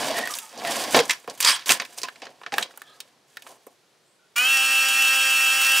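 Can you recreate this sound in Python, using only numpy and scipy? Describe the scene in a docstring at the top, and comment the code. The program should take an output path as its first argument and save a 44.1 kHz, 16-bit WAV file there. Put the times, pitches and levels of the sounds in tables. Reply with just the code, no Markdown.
"""Capsule coffee machine on a counter

A capsule coffee machine stands on a stone kitchen counter, close to the microphone. Sliding surfaces are
filtered noise with a rough envelope; the capsule and the clicks of the plastic head are decaying modes.
Then the drive whines, a sum of sines at multiples of a tooth rate that spins up, overshoots and settles,
over fixed mains harmonics and the noise of the brew. A room tone lies under it all."""
import sys
import numpy as np
from scipy import signal
from scipy.fft import rfft, irfft, next_fast_len
from scipy.io import wavfile
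from scipy.ndimage import map_coordinates

SR = 44100
rng = np.random.default_rng(int(sys.argv[2]) if len(sys.argv) > 2 else 0)


def convert_level_to_amplitude(level_db):
    """Map a level in decibels to its linear amplitude factor."""
    exponent = np.asarray(level_db, float) / 20
    return 10 ** exponent


def inscribe(sig):
    """Save sig as 16-bit PCM at rate SR to the path in sys.argv[1].

    A 1-D sig is mono; a 2-D sig holds one channel per row.
    Samples are clipped to [-1, 1] before scaling.
    """
    pcm = np.round(np.clip(np.atleast_2d(sig).T, -1, 1) * 32767)
    wavfile.write(sys.argv[1], SR, pcm.astype(np.int16))


N = 255780
ON_S = 4.357  # the drive is switched on
SHAFT = 37 / 75  # turns of the second wheel's pattern per tooth

# modes of the plastic head: (frequency [Hz], relative level [dB])
HOUSING_MODES = [(1020, -4), (1640, -8), (1780, -8), (2300, -8.5), (2560, -4.5), (2940, -15.5),
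                 (3300, -11.5), (3850, -9.5), (4700, -21), (5420, -12), (6290, -17), (7600, -8.5),
                 (8660, -14.5)]


def unit(x):
    """Normalisation: scales x to rms 1."""
    return x / np.sqrt(np.mean(x ** 2) + 1e-20)


def along(points, hz):
    """Log-frequency interpolation of (frequency [Hz], value) points."""
    f, v = np.transpose(points)
    return np.interp(np.log(hz + 1), np.log(f + 1), v)


def curves(rows):
    """Linear interpolation in time: one value per sample for each column after the time."""
    s, *columns = np.transpose(sorted(rows))
    return [np.interp(np.arange(N) / SR, s, column) for column in columns]


def wobble(rate):
    """Band-limited random modulation: a smooth curve through rate random knots a second."""
    knots = rng.standard_normal(int(N * rate / SR) + 4)
    return map_coordinates(knots, [np.arange(N) * rate / SR])


def coloured(x, spectrum):
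    """Linear filtering: x through a (frequency [Hz], gain [dB]) response."""
    m = next_fast_len(N + 8192)
    gain = convert_level_to_amplitude(along(spectrum, np.fft.rfftfreq(m, 1 / SR)))
    return irfft(rfft(x, m) * gain, m)[..., :N]


def grit(spectrum, rate, rough_db):
    """Amplitude-modulated noise: coloured noise of rms 1 whose size varies from grain to grain."""
    noise = rng.standard_normal(N) * convert_level_to_amplitude(rough_db * wobble(rate))
    return unit(coloured(noise, spectrum))


def crackle(rate, size_db):
    """Shot process: a gain of rms 1 that jumps up at random and falls back within milliseconds."""
    snaps = (rng.random(N) < rate / SR) * rng.exponential(1, N) * convert_level_to_amplitude(size_db)
    decay = np.exp(-np.arange(SR // 50) / (0.004 * SR))
    return unit(1 + signal.fftconvolve(snaps, decay)[:N])


def resonant(x, centre_hz, lift_db, octaves):
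    """Time-varying resonance: raises a moving band and the housing's fixed modes, level kept."""
    hz, t, z = signal.stft(x, SR, nperseg=1024)
    hz = hz[:, None]
    centre = np.interp(t, np.arange(N) / SR, centre_hz)
    gain = convert_level_to_amplitude(lift_db * np.exp(-(np.log2((hz + 1) / centre) / octaves) ** 2))
    gain *= 1 + 0.5 * sum(1 / (1 + ((hz - f) / 45) ** 2) for f, _ in HOUSING_MODES)
    kept = np.sqrt((abs(z) ** 2).sum(0) / ((abs(gain * z) ** 2).sum(0) + 1e-20))
    return signal.istft(z * gain * kept, SR, nperseg=1024)[1][:N]


def placed(x, left, wet_db, lead=((60, 0),)):
    """Interaural level and phase differences place the near sound; decaying noise is the reverberation."""
    # reverberation time of the kitchen: (frequency [Hz], t60 [s])
    kitchen = [(200, 0.12), (2000, 0.16), (10000, 0.13)]
    # strength of the room's answer: (frequency [Hz], gain [dB])
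    walls = [(60, -24.5), (250, -8.5), (700, -3.5), (2500, -1), (15000, -7.5)]
    hz, t, z = signal.stft(rng.standard_normal((2, SR // 2)), SR, nperseg=256)
    decay_db = -60 * t / along(kitchen, hz)[:, None]
    tail = signal.istft(z * convert_level_to_amplitude(decay_db), SR, nperseg=256)[1]  # different in each ear
    late = np.pad(x, (200, 0))[None]
    wet = signal.fftconvolve(late, tail / np.linalg.norm(tail[0]), axes=1)[:, :N]
    m, ear = next_fast_len(N + 8192), np.array([[.5], [-.5]])
    hz = np.fft.rfftfreq(m, 1 / SR)
    stereo = convert_level_to_amplitude(ear * along(left, hz)) * np.exp(1j * ear * along(lead, hz))
    near = irfft(rfft(x, m) * stereo, m)[:, :N]
    return near + convert_level_to_amplitude(wet_db) * coloured(wet, walls)


def room_tone():
    """Partly correlated stereo noise: the quiet kitchen, whose level drops as the drive comes in."""
    # (frequency [Hz], relative level [dB])
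    tone = [(15, -84), (25, -51.5), (85, -21.5), (138, -7.5), (252, -15.5), (389, -7), (1030, -14.5),
            (1510, -16), (1930, -17.5), (4480, -18.5), (11000, -28.5), (15200, -39.5), (16500, -37)]
    shared, left, right = (grit(tone, rate=6, rough_db=.8) for _ in range(3))
    quiet_db, drop_db = -63.5, 23
    level_db = np.where(np.arange(N) < ON_S * SR, quiet_db, quiet_db - drop_db)
    return convert_level_to_amplitude(level_db) * (.87 * shared + .48 * np.array([left, right]))


def squeaks():
    """Narrow-band noise on a gliding carrier: squeaks and hollow tones of rubbing surfaces."""
    # (start [s], length [s], start pitch [Hz], glide [Hz], level [dB])
    tones = [(0.056, 0.16, 613, 94, -33), (.14, 0.16, 1894, -40, -34), (.29, 0.066, 1234, -85, -39),
             (0.331, 0.19, 951, -100, -52.5), (0.394, 0.12, 1327, -100, -53.5),
             (0.624, .144, 701, -14, -33.5), (0.663, 0.051, 1914, -76, -32.5),
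             (.945, .08, 484.3, -10.5, -20), (1.455, 0.083, 4900, 98.5, -23), (1.462, .12, 3214, 52, -30.5),
             (2.622, 0.016, 3760, 5, -36), (1.46, 0.1, 8580, 99, -30.5), (1.695, 0.04, 2540, -49, -24.5),
             (2.035, 0.052, 1018, 11, -39), (2.036, 0.021, 2533, 9, -35.5), (2.53, 0.029, 800, -22, -29.5),
             (2.839, 0.17, 1277, -39, -59), (2.84, 0.125, 1707, -53, -60.5), (2.85, 0.1, 3310, 150, -59.5),
             (2.87, 0.1, 3930, 200, -62), (4.049, .15, 7990, 588, -71.5), (4.192, 0.092, 1462, -35.5, -66)]
    out = np.zeros(N)
    for start, length, from_hz, glide_hz, db in tones:
        span = slice(round(start * SR), round((start + length) * SR))
        u = np.linspace(0, 1, span.stop - span.start)
        phase = 2 * np.pi * np.cumsum(from_hz + glide_hz * u) / SR
        width_hz = .13 * from_hz * np.sqrt(from_hz / 2000)  # share of the pitch, wider above 2 kHz
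        narrow = wobble(width_hz)[span] * np.cos(phase) + wobble(width_hz)[span] * np.sin(phase)
        stutter_db = 2.5 * wobble(70)[span]
        swell = np.sqrt(np.sin(np.pi * u ** 0.58).clip(0))
        out[span] += convert_level_to_amplitude(db + stutter_db) * swell * narrow
    return out


def effort():
    """Envelope following by maximum: the strongest of hand and strokes sets scrape, low rub and fizz in dB."""
    # a hand moving on cup, counter and machine: (time [s], effort [dB], brightness [dB])
    touch = [(0.0, -27, -0.5), (0.156, -31, -2), (0.18, -27, -1), (0.244, -38.5, -4.5), (0.32, -36.5, 7.5),
             (0.372, -41.5, 8), (0.488, -52, 7.5), (0.546, -46.5, -6), (0.674, -30.5, -3), (0.728, -28, 1),
             (0.89, -32, -1), (0.95, -32.5, 7), (1.07, -46.5, 4.5), (1.26, -58.5, 2.5), (1.39, -49, 2.5),
             (1.65, -56, 2.5), (1.9, -51.5, 2), (1.975, -51.5, 4), (2.1, -56.5, 0), (2.4, -61, -2.5),
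             (2.8, -59, 0), (2.882, -59.5, -0.5), (3.03, -58.5, 1.5), (3.236, -75, -8.5), (3.302, -64, 6),
             (3.45, -59.5, -1), (3.8, -75, 7)]
    # scrapes that build to a peak and let go; rub and fizz are relative to the scrape:
    # (peak time [s], build-up [s], peak level [dB], low rub [dB], fizz [dB])
    strokes = [(0.946, .0015, -11.5, -5, -26), (0.974, 0.041, -16, -1, -11.5),
               (1.108, .018, -27, -18.5, -8), (1.279, 0.0033, -36, 4, -14.5),
               (1.407, .002, -30.5, -26, 6.5), (1.49, .085, -14.5, -22, -9.5),
               (1.673, .014, -27.5, -15.5, -1), (1.706, .014, -16, -11.5, -3.5),
               (1.799, .002, -29.5, -6.5, -17), (1.982, 0.017, -39, -9, 0), (2.034, .002, -32, -9.5, -13),
               (2.183, .06, -63, -15, -12), (2.224, 0.0049, -38.5, -1.5, -33),
               (2.274, 0.072, -48.5, 1.5, -21), (2.47, .004, -45.5, -4, -30),
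               (2.527, 0.0034, -31.5, -1, -10), (2.594, 0.054, -33, 0, -8), (2.632, 0.054, -38, -16, -34),
               (3.47, .004, -46.5, -12, -2), (3.509, 0.087, -48, -0.5, -2), (3.671, .006, -61, 12.5, 2.5)]
    # relative speed of letting go, rows scrape, low rub, fizz; the treble dies first: (speed [1])
    let_go_speed = [
        [1],
        [0.98],
        [1.3],
    ]
    build_db, let_go_db_per_s = 15, 340
    lingers_s = 0.14  # a stroke that builds this long lets go half as fast
    t = np.arange(N) / SR
    touch_db, bright_db = curves(touch + [(touch[-1][0] + .1, -120, 0)])
    # brightness trades low rub for fizz
    level = np.array([touch_db, touch_db - 4 - 0.93 * bright_db, touch_db - 7.5 + bright_db])
    for s, build_s, db, rub_db, fizz_db in strokes:
        before = (s - t) / max(build_s, 1e-3)
        rise_db = np.where(before < 1, -build_db * before, -120)
        fall_db = -let_go_db_per_s * np.array(let_go_speed) * (t - s) / (1 + build_s / lingers_s)
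        shape_db = np.where(t < s, rise_db, fall_db)
        level = np.maximum(level, db + shape_db + np.array([[0], [rub_db], [fizz_db]]))
    return level


def hands():
    """Friction noise: gritty scrape of plastic, low rub on the counter, fine fizz of skin and foil."""
    # three spectra: (frequency [Hz], relative level [dB])
    scrape_spectrum = [(530, -31), (900, -4), (1010, 1.5), (1250, -5), (1390, -2), (2520, -4), (2790, -3.5),
                       (3260, -2.5), (4290, -6), (4720, -2.5), (7000, -15.5), (9100, -43.5), (15400, -120)]
    rub_spectrum = [(15, -68), (25, -38.5), (70, -39), (145, -14), (193, -20.5), (237, -5.5), (296, -9.5),
                    (375, -11.5), (475, -7), (523, -5.5), (652, -6.5), (706, -1.5), (867, -9.5), (985, -14),
                    (1100, -10), (1430, -41), (2420, -120)]
    fizz_spectrum = [(3530, -29), (6000, -1.5), (8780, -1.5), (13500, -11.5), (15200, -11), (16500, -32)]
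    scrape_db, rub_db, fizz_db = effort()
    # the lighter the low rub, the lower the scrape's resonance is set: octaves fall with the difference
    centre_hz = 1600 * 2 ** (-3.2 * np.clip(scrape_db - rub_db, -10, 25))
    catch = wobble(60)  # all layers catch and let go together
    scrape = resonant(grit(scrape_spectrum, rate=540, rough_db=1.5), centre_hz, lift_db=10.5, octaves=0.93)
    snaps = crackle(rate=110, size_db=-2.5)
    rub = grit(rub_spectrum, rate=90, rough_db=1.0)
    fizz = grit(fizz_spectrum, rate=900, rough_db=1.5)
    scraping = convert_level_to_amplitude(scrape_db - 2.56 + 1.0 * catch) * np.sqrt(snaps) * scrape
    rubbing = convert_level_to_amplitude(rub_db + .7 * catch) * rub
    fizzing = convert_level_to_amplitude(fizz_db + 2.2 * catch) * snaps * fizz
    return scraping + rubbing + fizzing


def capsule():
    """Modal synthesis: the thin metal capsule rings in decaying sines after each landing."""
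    # (frequency [Hz], relative level [dB], t60 [s])
    modes = [(1750, -11.5, 0.096), (1868, -8, 0.07), (2060, -9, 0.12), (2220, -9, 0.064),
             (3260, -15, 0.092), (5040, -8, 0.1), (5784, -15.5, .18), (5670, -8.5, 0.1), (7530, 1.5, 0.035)]
    # the capsule lands and bounces: (time [s], level [dB])
    landings = [(1.095, -24), (1.11, -21)]
    out, t = np.zeros(N), np.arange(SR // 3) / SR
    hz, level, t60 = np.transpose(modes)[:, :, None]
    for s, db in landings:
        mode_db = db + level + rng.normal(0, 2, hz.shape)
        ring = convert_level_to_amplitude(mode_db - 60 * t / t60) * np.sin(2 * np.pi * hz * t)
        out[round(s * SR):][:len(t)] += ring.sum(0)
    return out


def clicks():
    """Impact excitation: a contact rings housing modes near its centre, with crack, bright edge and thud."""
    # thud and edge are relative to the contact:
    # (time [s], level [dB], thud [dB], edge [dB], centre of the ring [Hz])
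    contacts = [(0.1874, -16, -3, -2.5, 1840), (0.2734, -18.5, -7, -6, 1930), (0.3382, -18, -13, -12, 4640),
                (0.3863, -21, -33, 2.5, 3200), (0.4923, -38, -14.5, -7, 5460),
                (0.5756, -31.5, -6, -15.5, 5850), (0.6495, -15.5, -24, -13, 1990),
                (0.718, -17.5, -19, -13, 5230), (0.8383, -18, -5.5, -7, 5310), (0.9449, -7, 14, -25, 1770),
                (0.9898, -6.5, -34.5, -24.5, 2950), (1.0961, -5.5, -36, -15.5, 2330),
                (1.1077, -5.5, -18, -15, 3170), (1.2435, -36.5, 4, -16, 1640), (1.276, -24, 7, -12, 1160),
                (1.2984, -23.5, -20, -18, 5540), (1.3781, -41.5, -14, 6.5, 3690),
                (1.4035, -10.5, -39, -3, 3120), (1.426, -9, -36, -5, 5970), (1.4475, -2, -47, -16, 4700),
                (1.659, -20.5, -10, -7.5, 5030), (1.6927, -1.5, -16, -11.5, 2720),
                (1.7991, -11.5, -15, -28, 2250), (1.8198, -16.5, -31, -16.5, 1420),
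                (1.8508, -24, -27, -9.5, 2130), (1.9847, -21.5, -18, -8.5, 5350),
                (2.0166, -25, -5, -5, 5290), (2.0322, -14, -7, -19.5, 5300), (2.05, -39, -22, -21, 1010),
                (2.0849, -18.5, -11, -19.5, 1580), (2.158, -34, -10, -30, 2360),
                (2.219, -26, -12, -37, 2400), (2.2535, -28, 0, -27, 2450), (2.2677, -26.5, -4, -32, 1600),
                (2.4145, -32, -8, -25, 1050), (2.4343, -26, -16, -33, 1400), (2.463, -17.5, -35, -42, 1500),
                (2.5213, -19, -20, -57, 1730), (2.5395, -13, -2, -23, 2280), (2.5822, -5, -20, -10, 1640),
                (2.6261, -11, -28, -65, 3670), (2.7086, -36, -21, -16, 1650), (2.7394, -37, 1, -21, 1020),
                (2.7746, -31, -9, 3.5, 1120), (2.8178, -29.5, -5, -3, 1620),
                (3.0035, -22.5, -25.5, -4, 4040), (3.37, -23, -30.5, -10, 1730),
                (3.422, -33, -21, -4, 3120), (3.466, -28, -15, -16, 1103), (3.667, -36, 13.5, 0.5, 1010)]
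    ring_t60_s, crack_t60_s, edge_t60_s, thud_t60_s = 0.059, .035, 0.02, 0.027
    out, t = np.zeros(N + SR), np.arange(SR // 4) / SR
    hz, level = np.transpose(HOUSING_MODES)[:, :, None]

    def band(lo_hz, hi_hz):
        """Band-pass filtering: noise of rms 1 between two frequencies."""
        sos = signal.butter(3, [lo_hz, hi_hz], "band", fs=SR, output="sos")
        return unit(signal.sosfilt(sos, rng.standard_normal(len(t))))

    for s, db, thud_db, edge_db, centre_hz in contacts:
        near_db = level - 9 * abs(np.log2(hz / centre_hz)) + rng.normal(0, 2, hz.shape)
        ring = (convert_level_to_amplitude(near_db - 60 * t / ring_t60_s) * np.sin(2 * np.pi * hz * t)).sum(0)
        wide = band(centre_hz / 2.9, min(centre_hz * 2.72, 9000))
        narrow = band(centre_hz / 1.4, centre_hz * 1.2)
        crack = convert_level_to_amplitude(-7.0 - 60 * t / crack_t60_s) * (0.6 * wide + 0.76 * narrow)
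        edge = convert_level_to_amplitude(edge_db - 7.5 - 60 * t / edge_t60_s) * band(7000, 15500)
        thud_rise = 1 - np.exp(-t / 0.0015)
        thud = convert_level_to_amplitude(thud_db - 8 - 60 * t / thud_t60_s) * thud_rise * band(320, 550)
        contact = convert_level_to_amplitude(-10) * ring / abs(ring).max() + crack + edge + thud
        out[round(s * SR):][:len(t)] += convert_level_to_amplitude(db) * contact
    return out[:N]


def mains_buzz(t):
    """Additive synthesis: mains harmonics that stay put whatever the drive speed."""
    # (frequency [Hz], relative level [dB])
    harmonics = [(240, -64), (480, -59), (720, -64), (960, -50), (1200, -45), (1440, -44), (1680, -44),
                 (1920, -52), (2160, -54)]
    buzz = 0
    for hz, db in harmonics:
        buzz = buzz + convert_level_to_amplitude(db) * np.sin(2 * np.pi * hz * t + 2 * np.pi * rng.random())
    return convert_level_to_amplitude(3) * buzz


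def brew_hiss(t, teeth, on):
    """Turbulent flow noise: a spluttering hiss that grows with the flow and pulses with the shaft."""
    # (frequency [Hz], relative level [dB])
    hiss_spectrum = [(18, -60), (40, -35), (170, -39), (350, -27.5), (800, -12.5), (1500, -3), (2250, -4.5),
                     (2600, 3.5), (2800, 5), (3300, 0), (4000, -6), (5100, -2), (7900, -3), (8700, -6),
                     (9500, -3), (9900, -9), (10300, -6), (13500, -9.5), (15500, -7.5), (16500, -5.5)]
    # short bursts of the hiss: (time [s], lift [dB], half length [s])
    spits = [(5.023, 8, .005), (5.132, 2, .008), (5.777, 5.5, .02)]
    start_db, grows_db_per_s = -28.5, 1.52
    splutter = rng.standard_normal(N) * crackle(rate=23, size_db=-6) * convert_level_to_amplitude(0.68 * wobble(120))
    spit_db = sum(db * np.clip(1 - abs(ON_S + t - s) / half_s, 0, 1) for s, db, half_s in spits)
    pulse = 1 + 0.11 * np.sin(SHAFT * teeth)
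    noise = unit(coloured(splutter, hiss_spectrum))[on]
    return convert_level_to_amplitude(start_db + grows_db_per_s * t + spit_db) * pulse * noise


def gear_whine(rate_hz, full_hz, teeth, on):
    """Order-locked tones: gear and bearing lines follow the speed and the casing's response."""
    # lines at teeth x tooth rate + turns x shaft rate: (teeth [1], turns [1], relative level [dB])
    gear_lines = [(0, 1, -56), (0, 2, -65), (1, 0, -50), (0, 3, -44), (1, 1, -51), (0, 4, -51), (2, 0, -57),
                  (0, 5, -37), (1, 3, -55), (0, 6, -51), (3, 0, -35), (1, 5, -53), (2, 3, -52), (3, 1, -41),
                  (4, -1, -42), (1, 6, -55), (3, 2, -52), (4, 0, -51), (0, 9, -52), (4, 1, -49),
                  (5, -1, -36), (4, 2, -48), (5, 0, -22), (5, 1, -33), (6, -1, -35), (0, 12, -48),
                  (6, 0, -33), (7, -2, -47), (6, 1, -49), (6, 2, -44), (7, 0, -49), (7, 2, -49),
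                  (8, 0, -42), (8, 2, -48), (9, 0, -43), (10, 0, -45), (10, 1, -45), (11, -1, -41),
                  (11, 0, -46), (12, 0, -49), (12, 1, -47), (14, 0, -54), (15, 0, -40), (16, 0, -56),
                  (17, 0, -47), (18, 0, -43), (19, 0, -49), (21, 0, -47), (0, 45, -52), (28, 0, -53)]
    # (multiple of tooth rate [1], relative level [dB])
    bearing_lines = [(1.11, -64), (3.22, -54), (4.07, -51), (5.7965, -48), (6.29, -39), (8.9595, -49),
                     (10.7965, -54), (14.43, -51), (15.17, -52)]
    # how the casing passes a line, relative to its value at full speed: (frequency [Hz], gain [dB])
    casing = [(200, 8.5), (1300, 9.5), (1600, -2), (1950, 9), (2150, -3), (2450, 0.5), (2670, -1.5),
              (2950, 17), (3040, 8), (3120, 18.5), (3200, 5.5), (3600, 24)]
    side_slow_db = 79  # side lines of the shaft stay down until at speed: dB per share of speed missing
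    # high tooth orders carry faint side lines one and two shaft turns away
    side = [(k, turns, -54 - .4 * (k - 11) + rng.normal(0, 2)) for k in range(11, 20) for turns in (-1, 1, 2)]
    lines = [(k + turns * SHAFT, db, k * turns != 0) for k, turns, db in gear_lines + side]
    lines += [(k, db, 0) for k, db in bearing_lines]
    slow = np.clip(1 - rate_hz / full_hz, 0, 1)
    sway_db = [1.23 * wobble(12)[on] for _ in range(8)]
    whine = 0
    for i, (k, db, is_side) in enumerate(lines):
        casing_db = along(casing, k * rate_hz) - along(casing, k * full_hz)
        slow_db = 22 * slow * max(k - 6.5, 0) + side_slow_db * is_side * slow  # high lines clear up late
        gain = convert_level_to_amplitude(db + casing_db - slow_db + sway_db[i % len(sway_db)])
        whine = whine + gain * np.sin(k * teeth + 2 * np.pi * rng.random())
    return convert_level_to_amplitude(2.5) * whine


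def drive():
    """Rotating-machine noise: one tooth phase drives the whine and the pulsing hiss, beside the mains buzz."""
    # the drive spins up, overshoots, settles, then hunts a little: (time [s], tooth rate [Hz])
    speed = [(4.357, 462.0), (4.4, 492.8), (4.43, 506.5), (4.49, 533.3), (4.52, 539.6), (4.55, 536.4),
             (4.59, 531.0), (4.645, 533.8), (4.9, 532.2), (5.0, 533.3), (5.35, 532.4), (5.42, 534.3),
             (5.5, 528.6), (5.545, 533.6), (5.63, 532.9), (5.68, 535.3), (5.8, 534.8)]
    hunt_hz, hunts_per_s = .8, 25
    whine_rise_s, flow_rise_s = .014, 0.00514  # time constants of the start
    on = np.arange(N) >= ON_S * SR
    t = np.arange(on.sum()) / SR
    rate_hz = (curves(speed)[0] + hunt_hz * wobble(hunts_per_s))[on]
    teeth = 2 * np.pi * np.cumsum(rate_hz) / SR
    whine = (1 - np.exp(-t / whine_rise_s)) * gear_whine(rate_hz, speed[-1][1], teeth, on)
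    rest = (1 - np.exp(-t / flow_rise_s)) * (mains_buzz(t) + brew_hiss(t, teeth, on))
    out = np.zeros(N)
    out[on] = whine + rest
    return out


def scene():
    """Superposition: hands and clicks first, then the drive, all on the room tone."""
    # left against right: (frequency [Hz], level difference [dB])
    hands_left = [(60, 1), (240, -0.5), (950, -1), (3770, -2), (15000, -3.5)]
    drive_left = [(60, 0.0), (130, 7), (290, -0.5), (640, 2.5), (1410, -4.5), (3100, 0), (6820, -1.5),
                  (15000, -3.5)]
    # phase by which left leads: (frequency [Hz], lead [rad])
    drive_lead = [(60, 0), (2300, 0), (2670, 0.16), (2950, 0.52), (3190, 1.1), (3450, 0.62), (4000, 0)]
    knocks = coloured(clicks() + capsule(), [(30, -32.5), (100, -12.5), (200, -1)])
    handling = placed(hands() + squeaks() + knocks, hands_left, wet_db=-13)
    machine = placed(drive(), drive_left, wet_db=-26, lead=drive_lead)
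    return handling + machine + room_tone()


def roll_off(x):
    """The treble ends steeply here."""
    return signal.sosfilt(signal.butter(12, 17000, fs=SR, output="sos"), x)


def record(dry):
    """Microphone response: a linear filter that thins the bass and cuts the top treble."""
    # (frequency [Hz], gain [dB])
    microphone = [(20, -16), (60, -2.5), (120, -0.5), (15700, 2), (15900, -47), (16500, -49)]
    mix = coloured(dry, microphone)
    return roll_off(mix)


dry = scene()
out = record(dry)
inscribe(out)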